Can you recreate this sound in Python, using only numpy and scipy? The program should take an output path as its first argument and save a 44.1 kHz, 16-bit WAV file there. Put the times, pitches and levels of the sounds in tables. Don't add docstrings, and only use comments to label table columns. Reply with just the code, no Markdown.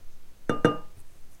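import sys
import numpy as np
from scipy import signal
from scipy.fft import rfft, irfft
from scipy.io import wavfile

SR = 44100
rng = np.random.default_rng(int(sys.argv[2]) if len(sys.argv) > 2 else 0)


def transcribe(signal):
    frames = np.atleast_2d(signal).T
    limited = np.clip(frames, -1, 1)
    pcm = np.round(limited * 32767).astype(np.int16)
    wavfile.write(sys.argv[1], SR, pcm)


N = 61739

# t/s, level/dB, bass shelf/dB, treble tilt/(dB per octave)
CONTACTS = [(0.4938, -6, 0, 1), (0.64557, -1, .5, -2), (0.65197, -3.5, -5.5, .3)]
# f/Hz, level/dB, t60/s, swell/s
CHINA_MODES = [(1214.8, -16.5, 0.31, 0.021), (1185, -28, 0.063, 0.0054), (1363, -18.5, 0.045, 0.0026),
               (1408, -44, .09, 0.0032), (1840, -40.5, .08, 0.0037), (1913, -40, 0.097, 0.0018),
               (2250, -37.5, .07, 0.0018), (2829, -34.5, 0.3, 0.002), (2996, -47, .14, 0.003),
               (3548, -31.5, 0.094, 0.0038), (3750, -53, 0.11, 0.0012), (4090, -47.5, 0.076, 0.00066),
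               (5010, -65, 0.38, 0.00079), (5784, -46, 0.081, .001), (5820, -41.5, 0.083, 0.003),
               (6372, -37, 0.039, .001), (7600, -55, 0.036, 0.0012), (7820, -42.5, 0.046, .001),
               (7680, -53, 0.069, 0.0012), (9230, -39, 0.035, .001), (9370, -52, 0.051, 0.00092),
               (9700, -43.5, 0.039, .001), (11600, -56, .04, .001), (12200, -55, 0.033, .001),
               (13400, -52, .03, .001)]
# f/Hz, level/dB, t60/s
TABLE_MODES = [(82, -69, 0.62), (129.1, -36.5, .4), (169.8, -39.5, .4), (239.3, -22, .25),
               (297.4, -20.5, .24), (351.3, -47, 0.34), (455.3, -24, .22), (482.1, -33, 0.38),
               (560, -40.5, 0.34), (614.5, -34.5, 0.4), (661, -51, 0.6), (836, -37.5, 0.46),
               (925, -28.5, 0.083)]
# f/Hz, relative level/dB
THUMP_EQ = [(40, -23), (75, -4), (130, -1.5), (300, 0.5), (460, 3.5), (680, -14), (1080, -30.5), (1400, -6),
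            (1850, -14), (2400, -33.5), (4600, -42.5), (9500, -47), (13000, -58), (15000, -60)]
# f/Hz, relative level/dB, t60/s
KITCHEN_TAIL = [(50, -15, .4), (128, 0, .4), (297, 4.5, 0.3), (506, 5.5, 0.32), (716, -2.5, 0.27),
                (1040, -14, 0.42), (1450, -11, 0.34), (1920, -23, 0.29), (2370, -25.5, 0.33),
                (4550, -43.5, 0.39), (9000, -42.5, 0.34), (16000, -64, .2)]
# peak t/s, half length/s, level/dB, centre f/Hz
CRUMB_SLIDES = [(0.133, 0.022, -70, 6000), (0.993, 0.016, -61, 9400), (1.134, 0.099, -71.5, 8500),
                (1.332, 0.018, -62.5, 10100), (1.335, 0.022, -67.5, 6570)]
# peak t/s, half length/s, level/dB
HAND_BRUSHES = [(0.987, 0.024, -53.5), (1.122, 0.042, -64.5)]
# f/Hz, relative level/dB
BRUSH_EQ = [(30, -12), (90, 3.5), (200, -13), (330, -10), (600, -27), (1900, -27), (4000, -37)]
# f/Hz, relative level/dB
ROOM_EQ = [(20, 1), (35, -8.5), (60, -9), (130, -18.5), (400, -25), (1000, -31), (3000, -35.5), (8000, -39),
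           (15500, -41)]

BASS_HZ, TREBLE_HZ = 634, 2080
CHINK_HZ, CHINK_WIDTH_OCT, CHINK_DB, CHINK_T60_S = 8400, .45, -47.5, 0.032
THUMP_GAIN_DB, TABLE_LOWPASS_HZ = 25.5, 893
BEND_LAG_S = 0.001477
SCATTER_DB, SCATTER_S = -6.5, 0.0061
TAIL_GAIN_DB, TAIL_ATTACK_S = -10, 0.007
SLIDE_WIDTH_OCT, GRAINS_PER_S, GRAIN_SPREAD_DB = 0.27, 5000, 6
ROOM_DB = -52.5
WHINE_HZ, WHINE_WIDTH_OCT, WHINE_DB = 6340, 0.01, -80
SWAY_HZ, SWAY_WIDTH_OCT, SWAY_DB = 5.3, 0.677, -34.5
HIGH_CUT_HZ = 15900


def knocks(t):
    response = china(t) + table(t) + kitchen(t)
    bass_shelf = 1 / (1 + (freqs() / BASS_HZ) ** 4)
    treble_octaves = np.log2(1 + (freqs() / TREBLE_HZ) ** 2) / 2
    out = np.zeros(N)
    for start, db, bass_db, tilt in CONTACTS:
        i = int(start * SR)
        eq = minimum_phase(db + bass_db * bass_shelf + tilt * treble_octaves)
        out[i:] += filtered(response, eq)[:N - i]
    return out


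def china(t):
    ring = sum(undb(db) * decay(t, t60) * attack(t, swell) * np.sin(2 * np.pi * hz * t)
               for hz, db, t60, swell in CHINA_MODES)
    chink = undb(CHINK_DB) * decay(t, CHINK_T60_S) * noise(bell(CHINK_HZ, CHINK_WIDTH_OCT))
    return ring + chink


def table(t):
    bend = np.exp(-4j * np.pi * BEND_LAG_S * np.sqrt(freqs() * 1000))
    thump_eq = undb(THUMP_GAIN_DB) * minimum_phase(curve(THUMP_EQ, freqs()))
    thump = irfft(thump_eq * bend)[:N]
    modes = sum(undb(db) * decay(t, t60) * np.cos(2 * np.pi * hz * t) for hz, db, t60 in TABLE_MODES)
    lowpass = minimum_phase(-10 * np.log10(1 + (freqs() / TABLE_LOWPASS_HZ) ** 8))
    body = filtered(modes, bend * lowpass)
    scatter = unit_rms(rng.standard_normal(N) * t * np.exp(-2 * t / SCATTER_S)) / np.sqrt(N)
    reflections = undb(SCATTER_DB) * filtered(thump, rfft(scatter, 2 * N))
    return reflections - thump - body


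def kitchen(t):
    t60_points = np.array(KITCHEN_TAIL)[:, ::2]
    spectrum = rfft(rng.standard_normal(2 * N))
    out = 0
    for hz in np.geomspace(44, 16000, 18):
        bandpass = np.cos(np.pi / 2 * np.clip(2 * np.log2(freqs() / hz), -1, 1)) ** 2
        envelope = decay(t, curve(t60_points, hz)) * attack(t, TAIL_ATTACK_S)
        band = unit_rms(irfft(spectrum * bandpass)[:N] * envelope)
        band *= np.sqrt(np.mean(bandpass) * np.mean(envelope ** 2))
        out += undb(curve(KITCHEN_TAIL, hz) + TAIL_GAIN_DB) * band
    return out


def crumbs(t):
    out = 0
    for when, half, db, hz in CRUMB_SLIDES:
        ticks = rng.random(N) < GRAINS_PER_S / SR
        grains = ticks * rng.standard_normal(N) * undb(GRAIN_SPREAD_DB * rng.standard_normal(N))
        hiss = unit_rms(filtered(grains, bell(hz, SLIDE_WIDTH_OCT)))
        out += undb(db) * hump(t, when, half) * hiss
    return out


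def hand(t):
    envelope = sum(undb(db) * hump(t, when, half) for when, half, db in HAND_BRUSHES)
    return envelope * noise(undb(curve(BRUSH_EQ, freqs())))


def background():
    sway = signal.windows.tukey(N, .1) * noise(bell(SWAY_HZ, SWAY_WIDTH_OCT))
    room_tone = noise(undb(curve(ROOM_EQ, freqs())))
    whine = noise(bell(WHINE_HZ, WHINE_WIDTH_OCT))
    return undb(ROOM_DB) * room_tone + undb(WHINE_DB) * whine + undb(SWAY_DB) * sway


def undb(db):
    return 10 ** (np.asarray(db) / 20)


def attack(t, rise):
    return 1 - np.exp(-(t / rise) ** 2)


def decay(t, t60):
    return np.exp(-np.log(1000) * t / t60)


def hump(x, centre, width):
    return np.exp(-.5 * ((x - centre) / width) ** 2)


def freqs():
    return np.maximum(np.arange(N + 1) * SR / (2 * N), 1)


def curve(points, hz):
    p = np.array(points)
    return np.interp(np.log(hz), np.log(p[:, 0]), p[:, 1])


def bell(hz, octaves):
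    return hump(np.log2(freqs() / hz), 0, octaves)


def minimum_phase(db):
    cepstrum = irfft(np.log(undb(db)))
    cepstrum[1:N] *= 2
    cepstrum[N + 1:] = 0
    return np.exp(rfft(cepstrum))


def filtered(x, gain):
    return irfft(rfft(x, 2 * N) * gain)[:N]


def unit_rms(x):
    return x / np.sqrt(np.mean(x ** 2))


def noise(gain):
    return unit_rms(filtered(rng.standard_normal(2 * N), gain))


def scene():
    t = np.arange(N) / SR
    return (knocks(t) + crumbs(t) + hand(t) + background())[None]


def record(dry):
    high_cut = signal.ellip(10, .1, 80, HIGH_CUT_HZ, fs=SR, output="sos")
    return signal.sosfilt(high_cut, dry)


dry = scene()
out = record(dry)
transcribe(out)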